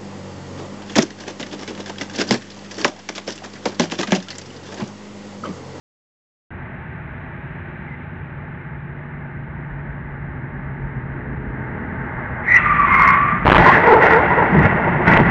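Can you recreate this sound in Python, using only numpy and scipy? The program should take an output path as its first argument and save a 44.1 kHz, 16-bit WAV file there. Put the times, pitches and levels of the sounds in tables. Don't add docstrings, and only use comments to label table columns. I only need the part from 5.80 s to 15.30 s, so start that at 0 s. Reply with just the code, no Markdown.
import sys
import numpy as np
from scipy import signal
from scipy.fft import rfft, irfft
from scipy.io import wavfile

SR = 44100
rng = np.random.default_rng(int(sys.argv[2]) if len(sys.argv) > 2 else 0)


def master_out(mix):
    frames = np.transpose(np.atleast_2d(mix))
    ceiling = np.clip(frames, -1, 1)
    pcm = np.round(ceiling * 32767).astype(np.int16)
    wavfile.write(sys.argv[1], SR, pcm)


N = 418950
TIME = np.arange(N) / SR
FREQ = np.maximum(np.fft.rfftfreq(N, 1 / SR), 1)

# start_s, drive_db, tear_length_s
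PANEL_CRACKS = [(7.6525, -4, 0.00018), (7.6575, -0.5, .0006), (7.665, -6, .003), (7.6693, -2, .003),
                (7.6785, 4, .0022), (7.6852, 5, .0004), (7.6895, -3, .0015), (7.6985, -0.5, 0.0036),
                (7.7072, -1, .0013), (7.7172, 9.5, .0007), (7.7193, 1.5, .0044), (7.7285, -1, 0.0026),
                (7.7468, -1.5, 0.00087), (7.7553, -1.5, 0.0022), (7.7655, -1.5, 0.0036),
                (9.336, -6.5, 0.0036), (9.3685, -1, 0.001), (9.3742, -0.5, 0.0014), (9.4003, 1, .0005)]


def buckling():
    snaps, tears = np.zeros(N), np.zeros(N)
    t = np.arange(SR // 40) / SR
    rise = t / 0.00045
    snap = (rise * np.exp(1 - rise)) ** 2
    for k, (start, db, length) in enumerate(PANEL_CRACKS + volley()):
        span = slice(int(start * SR), int(start * SR) + len(t))
        snaps[span] += undb(db) * (-1) ** k * snap
        fizz = undb(-31.5) * np.exp(-t / 0.0095)
        tears[span] += undb(db) * (np.exp(-(t / length) ** 4) + fizz)
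    tear_colour = [(350, -3.5), (900, 4), (2000, -0.5), (4000, -12), (9000, -14.5)]
    tearing = np.tanh(2 * colour(noise(), tear_colour))
    clipped = np.tanh(snaps * undb(2) + tears * tearing * undb(4))
    muffling = [(30, 1.5), (2100, -3.0), (3000, -7), (4000, -16), (5000, -35.5), (8000, -36.5), (15000, -43.0)]
    return shape(clipped, muffling)


VOLLEY_S, VOLLEY_GAP_S, VOLLEY_LENGTH_S = 7.733, .0064, .0021
VOLLEY_DB, VOLLEY_SPREAD_DB = -6, 2.5


def volley(count=9):
    cracks = []
    for k, (shift, size) in enumerate(rng.standard_normal((count, 2))):
        start = VOLLEY_S + VOLLEY_GAP_S * (k + .3 * shift)
        cracks.append((start, VOLLEY_DB + VOLLEY_SPREAD_DB * size, VOLLEY_LENGTH_S))
    return cracks


# start_s, length_s, boom_db, crunch_db, crackle_db
CRUSH_EVENTS = [(7.79, .02, -13, -17.5, -32), (7.83, 0.12, -19.5, -17.5, -33), (8.08, 0.023, -31, -23, -44),
                (8.23, 0.039, -28, -14.5, -37), (8.3, .04, -25, -17, -40.5),
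                (8.72, 0.093, -12.5, -32.5, -57), (8.825, 0.031, -12.5, -18.5, -48),
                (9.28, 0.067, -15, -13.5, -38), (9.39, 0.021, -10, -19, -42),
                (9.46, 0.052, -14, -21.5, -45)]
CRUSH_ATTACK_S, CRUSH_RELEASE_S, CRUMPLE_DB = 0.018, 0.044, -1.5
# freq_hz, level_db
BOOM_COLOUR = [(30, -17), (52, -9.5), (95, -5), (130, -4), (180, 1), (220, -5.5), (290, -12.5), (360, -8)]
CRUMPLE_COLOUR = [(140, -42.5), (230, -8.5), (291, -7), (344, -0.5), (420, -4.5), (448, 3), (487, -5),
                  (590, -0.5), (709, -2.5), (915, 1.5), (1200, -11.5), (1250, -10), (1620, -43),
                  (2750, -120)]
CRUNCH_COLOUR = [(1100, -2.5), (1280, -7), (1400, 3), (1620, -2.5), (1800, -0.5), (1950, 5), (2130, -2.5),
                 (2350, -11), (2550, -13.5), (2700, -12), (3000, -23.5), (3600, -34.5), (4400, -62.5)]
CRACKLE_COLOUR = [(2000, -21), (3200, 8), (4200, -4.5), (5800, -14), (8000, -26.5), (12000, -31),
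                  (16000, -34.5)]
# start_s, length_s, level_db
GROAN_EVENTS = [(8.085, 0.087, -8), (8.335, 0.033, -12), (8.58, .02, -16)]
# multiple_of_stick_slip_rate, level_db
GROAN_PARTIALS = [(1, 0), (2, -2.5), (3, -9.5), (4, -26)]
GROAN_HZ = 464.6
SLIDE_S = 7.785
SLIDE_BOOM_DB, SLIDE_BOOM_FALL = -24.5, -3.5
SLIDE_CRUMPLE_DB, SLIDE_CRUMPLE_FALL = -15, 5.8
SLIDE_CRUNCH_DB, SLIDE_CRUNCH_FALL = -17, 5.7
SLIDE_CRACKLE_DB, SLIDE_CRACKLE_FALL = -39.5, 11.4


def wreck():
    age = np.maximum(TIME - SLIDE_S, 0)
    weight, crush, overload = (
        swells(CRUSH_EVENTS, CRUSH_ATTACK_S, CRUSH_RELEASE_S, order=k) for k in (2, 3, 4))

    boom_slide = undb(SLIDE_BOOM_DB - SLIDE_BOOM_FALL * age)
    boom = colour(noise(), BOOM_COLOUR) * np.hypot(weight, boom_slide) * undb(-2.5)

    crumple_slide = undb(SLIDE_CRUMPLE_DB - SLIDE_CRUMPLE_FALL * age)
    crumple = colour(grains(2000, spread_db=2.5), CRUMPLE_COLOUR) * undb(2.0 * walk(30))
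    crumple = crumple * np.hypot(crush * undb(CRUMPLE_DB), crumple_slide)

    crunch_slide = undb(SLIDE_CRUNCH_DB - SLIDE_CRUNCH_FALL * age)
    crunch = colour(grains(4000, spread_db=2.5), CRUNCH_COLOUR) * undb(0.76 + 0.85 * walk(50))
    crunch = crunch * np.hypot(crush, crunch_slide)

    crackle_slide = undb(SLIDE_CRACKLE_DB - SLIDE_CRACKLE_FALL * age)
    crackle = colour(grains(2500, spread_db=3), CRACKLE_COLOUR)
    crackle = crackle * np.hypot(overload, crackle_slide) * undb(-4.5)

    groan = tone(np.full(N, GROAN_HZ), GROAN_PARTIALS, jitter=.075, flutter_db=3.5, rate=110)
    groan = groan * swells(GROAN_EVENTS, attack_s=.022, release_s=0.031)
    return window(SLIDE_S, N / SR) * (boom + crumple + crunch + crackle + groan)


# start_s, panel_pitch_hz, ringing_db, thud_db, decay_s
HEAVY_BLOWS = [(7.795, 820, -10, -15.5, 0.025), (7.855, 1050, -7, -31, 0.065),
               (7.925, 1765, -15.5, -40, 0.042), (8.075, 931, -20, -43, 0.055),
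               (8.125, 420, -14, -36, 0.039), (8.251, 531, -14.5, -32, 0.024),
               (8.325, 859, -18, -41, 0.025), (8.5, 945, -9, -46, 0.027), (8.575, 946, -12.5, -27.5, 0.044),
               (8.745, 360, -29, -9, 0.062), (9.274, 1983, -17, -15.5, 0.044),
               (9.386, 880, -23, -17, 0.038)]
# multiple_of_panel_pitch, level_db
PANEL_MODES = [(1, 9), (1.524, -11), (2.1, -26.5)]


def blows():
    ring, thud, pitch = np.zeros(N), np.zeros(N), np.zeros(N)
    for start, hz, ring_db, thud_db, decay in HEAVY_BLOWS:
        age = np.maximum(TIME - start, 0)
        push = np.minimum(age / 0.0062, 1) * np.exp(-(age / decay) ** 2 / 2)
        ring += undb(ring_db) * push
        thud += undb(thud_db) * push
        pitch[TIME >= start] = hz
    panel = tone(pitch, PANEL_MODES, jitter=0.05695, flutter_db=5, rate=120.6)
    panel = shape(panel, [(200, -4.5), (2150, -5.0), (2600, -9.5)])
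    shell = tone(np.full(N, 155), [(1, 0), (2, -13.5)], jitter=0.1667, flutter_db=2.5, rate=72.3)
    return ring * panel + thud * shell


# start_s, level_db
LONE_CRACKLES = [(8.245, -39), (8.788, -48), (8.831, -45), (9.289, -42), (9.408, -51)]


def lone_crackles():
    bursts = sum(undb(db) * window(start, start + 0.0025, edge=.002) for start, db in LONE_CRACKLES)
    bright = [(2500, 8), (3800, 4), (5800, 3), (7000, -9.0), (10000, -15.5), (15000, -21.0)]
    return bursts * colour(grains(6000, spread_db=3), bright)


# time_s, effort_db
SCRUB_EFFORT = [(6.6, -26), (6.73, -8.5), (6.81, -4.5), (7.04, -6), (7.13, -0.5), (7.32, -0.07), (7.42, -6),
                (7.65, -11)]
# freq_hz, level_db
RUBBER_COLOUR = [(250, -5.5), (550, -10.5), (950, 0), (1400, 9.5), (1650, 1), (1950, 11), (2400, -3),
                 (2800, -13), (3500, -25), (4500, -49.5), (7000, -55.5), (15000, -63.5)]
# start_s, length_s, level_db
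CHIRP_EVENTS = [(6.685, 0.023, -16.5), (6.715, .011, -9.5), (6.748, 0.025, -6.5)]
CHIRP_HZ, CHIRP_TAIL_DB, CHIRP_HARSH_DB = 1963, -23, -47
# time_s, pitch_hz, level_db
SQUEAL_TRACK = [(6.78, 1230, -34), (6.87, 1184, -22.5), (7.03, 1160, -21.5), (7.3, 1127, -16.5),
                (7.53, 1178, -18.5), (7.58, 1205, -27), (7.65, 1190, -34)]
# start_s, length_s, added_gain_db
TREAD_GRABS = [(6.858, 0.0073, 1.5), (6.897, 0.032, 7), (6.989, 0.063, 4), (7.12, 0.014, 0),
               (7.207, .015, 4)]
# time_s, pitch_hz, level_db
RASP_TRACK = [(6.66, 2235, -34), (6.72, 2276, -19.5), (6.81, 2805, -31.5), (6.92, 2430, -33),
              (7.5, 2477, -37)]
SECOND_TYRE_HZ, SECOND_TYRE_DB, SECOND_TYRE_GROWTH = 1055, -16, 1.9
WHISTLE_HZ, WHISTLE_DB, WHISTLE_GROWTH = 2120, -16, 4
HARSH_DB, HARSH_GROWTH = -56, 1.7
PITCH_SAG = .005


def skid():
    effort_db = curve(SCRUB_EFFORT, 1)
    skid_end = SCRUB_EFFORT[-1][0]
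    sliding = window(SCRUB_EFFORT[0][0], skid_end)
    all_locked = window(7.08, skid_end)
    bend = 1 - PITCH_SAG * effort_db

    chirps = swells(CHIRP_EVENTS, attack_s=.014, release_s=0.0088)
    chirp_tail = undb(CHIRP_TAIL_DB) * swell(6.77, 0.037, attack_s=.02, release_s=.25)
    chirp = tone(np.full(N, CHIRP_HZ), [(1, 0), (2, -41), (3, -46)], jitter=.036, flutter_db=3.5, rate=170)
    chirp = chirp * np.maximum(chirps, chirp_tail)

    surges = 1 + swells(TREAD_GRABS, attack_s=.003, release_s=0.0043)
    squeal = tone(curve(SQUEAL_TRACK, 1), [(1, 0), (2, -22)], jitter=.02, flutter_db=5, rate=170)
    squeal = squeal * loudness(SQUEAL_TRACK, 2) * surges * undb(2.15 * walk(35))

    second = tone(SECOND_TYRE_HZ * bend, [(1, 0), (2, -20)], jitter=.028, flutter_db=3.5, rate=130)
    second = second * undb(SECOND_TYRE_DB + SECOND_TYRE_GROWTH * effort_db)
    whistle = tone(WHISTLE_HZ * bend, [(1, 0)], jitter=0.01374, flutter_db=4, rate=104)
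    whistle = whistle * undb(WHISTLE_DB + WHISTLE_GROWTH * effort_db)
    rasp = tone(curve(RASP_TRACK, 1), [(0.96, 0)], jitter=.06, flutter_db=4.5, rate=251)
    rasp = rasp * loudness(RASP_TRACK, 2)

    scrub = colour(noise(), RUBBER_COLOUR) * undb(effort_db - 16.0 + 1.5 * walk(60))
    harsh_colour = [(3300, 6.5), (4100, 9), (4800, -1.0), (5900, 1.5), (7200, -21.5), (10000, -19.5),
                    (15000, -25.5)]
    harsh = colour(grains(4500, spread_db=2.5), harsh_colour)
    harsh = harsh * (undb(HARSH_DB + HARSH_GROWTH * effort_db) + undb(CHIRP_HARSH_DB) * chirps)
    judder = resonate(noise(), [(109, 22, -5.0), (171.6, 45, 3)])
    judder = judder * window(6.95, 7.65, edge=0.22) * undb(-28)
    return sliding * (chirp + scrub + harsh) + all_locked * (second + whistle) + squeal + rasp + judder


# time_s, tyre_roar_db, air_hiss_db
DRIVE_LEVELS = [(0.75, -39, -54.5), (0.85, -39, -54.5), (1.82, -39, -53), (3.02, -41, -57.5),
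                (4.73, -38, -59), (5.67, -36.5, -57.5), (6.51, -30, -54.5), (6.58, -30, -57)]
# freq_hz, level_db
RUMBLE_COLOUR = [(25, -21.5), (40, -8), (56, -7.5), (76, -2.5), (102, -9.5), (130, 4), (155, -10.5),
                 (210, -7), (300, -15), (370, -18), (430, -35), (600, -22.5)]
ROAR_COLOUR = [(450, -1.5), (540, -5.5), (640, 0.5), (730, -5), (820, 2), (910, 3.5), (990, -5.5),
               (1110, -1.5), (1340, -3), (1550, 3), (1850, 0.5), (2130, -2.5), (2350, -23), (3000, -36)]
AIR_COLOUR = [(1500, -26), (2300, 12.5), (2500, 7), (2850, 1.5), (3200, -7), (4000, -15.5), (4600, -33.5),
              (7000, -38), (15000, -47.5)]
# freq_hz, width_hz, level_db
RUMBLE_RESONANCES = [(69, 8, -3), (89.3, 7, -0.5), (170, 9.3, -1), (241.2, 12, -6), (350.7, 39.5, -12)]
# time_s, pitch_hz
DRONE_PITCH = [(.7, 148), (3.6, 144.5), (5.4, 138), (6.3, 123)]
# multiple_of_firing_rate, level_db
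ENGINE_PARTIALS = [(3, 0), (4, -5), (5, -12), (6, -2), (7, -7)]
# start_s, length_s, level_db
SHAKE_EVENTS = [(3.93, .2, -37), (4.3, .6, -41), (5.02, 0.71, -34.5), (6.27, .12, -38), (6.88, .75, -34),
                (7.7, .12, -27)]
RUMBLE_DB, RUMBLE_GROWS_S, RUMBLE_DB_PER_S = -32.5, 3.28, 1.5
FIRING_HZ, FIRING_SAG_HZ_PER_S, LOADED_S = 70.46, .4, 5.75


def driving():
    road = colour(noise(), RUMBLE_COLOUR) * undb(-3.5)
    road = road + resonate(noise(), RUMBLE_RESONANCES) * undb(-5.5)
    growth_db = RUMBLE_DB_PER_S * np.clip(TIME - RUMBLE_GROWS_S, 0, 2.9)
    rumble = road * undb(RUMBLE_DB + growth_db)
    roar = colour(noise(), ROAR_COLOUR) * undb(curve(DRIVE_LEVELS, 1) + 0.8 + .5 * walk(5))
    air = colour(noise(), AIR_COLOUR) * undb(curve(DRIVE_LEVELS, 2) + 3.0)

    drone = tone(curve(DRONE_PITCH, 1), [(1, 0)], jitter=.012, flutter_db=-0.5, rate=9)
    drone = drone * undb(-33) * swell(3.7, 1.7, attack_s=2.66, release_s=.9)
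    firing_hz = FIRING_HZ - FIRING_SAG_HZ_PER_S * (TIME - LOADED_S)
    firing = tone(firing_hz, ENGINE_PARTIALS, jitter=.0025, flutter_db=2.5, rate=6)
    load = undb(-36) * swell(LOADED_S, 0.37, attack_s=.55, release_s=0.21)
    growl = resonate(noise(), [(248, 48, 0)])
    growl = growl * undb(-35.5) * swell(6.0, .2, attack_s=.8, release_s=0.32)

    shake = resonate(noise(), [(52, 8.6, 0)]) * swells(SHAKE_EVENTS, attack_s=.06, release_s=.07)
    squeak = resonate(noise(), [(2050, 76, 0)]) * window(2.09, 2.14, edge=0.023) * undb(-41.0)
    return rumble + roar + air + drone + firing * load + growl + shake + squeak


def undb(db):
    return 10 ** (np.asarray(db) / 20)


def unit(x):
    return x / np.sqrt(np.mean(x ** 2))


def noise():
    return rng.standard_normal(N)


def curve(table, order):
    return np.interp(TIME, np.array(table)[:, 0], np.array(table)[:, order])


def window(start, end, edge=0.017):
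    return np.clip(1 + np.minimum(TIME - start, end - TIME) / edge, 0, 1)


def loudness(table, order):
    return undb(curve(table, order)) * window(table[0][0], table[-1][0])


def swell(start, length, attack_s, release_s):
    before = np.maximum(start - TIME, 0) / attack_s
    after = np.maximum(TIME - start - length, 0) / release_s
    return np.exp(-np.minimum(before + after, 20))


def swells(table, attack_s, release_s, order=2):
    gains = [undb(row[order]) * swell(row[0], row[1], attack_s, release_s) for row in table]
    return np.max(gains, axis=0)


def shape(x, points):
    hz, db = np.transpose(points)
    skirts = np.minimum(FREQ / hz[0], 1) ** 2 * np.minimum(hz[-1] / FREQ, 1) ** 8
    return irfft(rfft(x) * skirts * undb(np.interp(np.log(FREQ), np.log(hz), db)), N)


def colour(x, points):
    return unit(shape(x, points))


def resonate(x, modes):
    response = 0
    for hz, width, db in modes:
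        detuning = (FREQ ** 2 - hz ** 2) / (FREQ * width * 2)
        response = response + undb(db) / (1 + 1j * detuning) ** 2
    return unit(irfft(rfft(x) * response, N))


def walk(rate):
    return unit(irfft(rfft(noise()) * np.exp(-(FREQ / rate) ** 2), N))


def grains(rate, spread_db):
    hits = rng.random(N) < rate / SR
    return hits * np.sign(noise()) * undb(spread_db * np.clip(noise(), -2, 2))


def tone(hz, orders, jitter, flutter_db, rate):
    phase = 2 * np.pi * np.cumsum(hz * (1 + jitter * walk(rate))) / SR
    wave = sum(undb(db) * np.sin(k * phase + 2 * np.pi * rng.random()) for k, db in orders)
    return unit(wave * undb(flutter_db * np.tanh(walk(rate))))


START_S = .706


def scene():
    road = (driving() + skid()) * undb(-16 * window(7.68, 7.74, edge=0.03))
    mix = road + buckling() + wreck() + blows() + lone_crackles()
    return (mix * window(START_S, N / SR, edge=0.00097))[None]


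TOP_HZ = 15800


def record(dry):
    knee = 5
    rounded = dry / (1 + np.abs(dry) ** knee) ** (1 / knee)
    top_cut = signal.ellip(8, .2, 70, TOP_HZ, fs=SR, output="sos")
    return signal.sosfilt(top_cut, rounded)


dry = scene()
out = record(dry)
master_out(out)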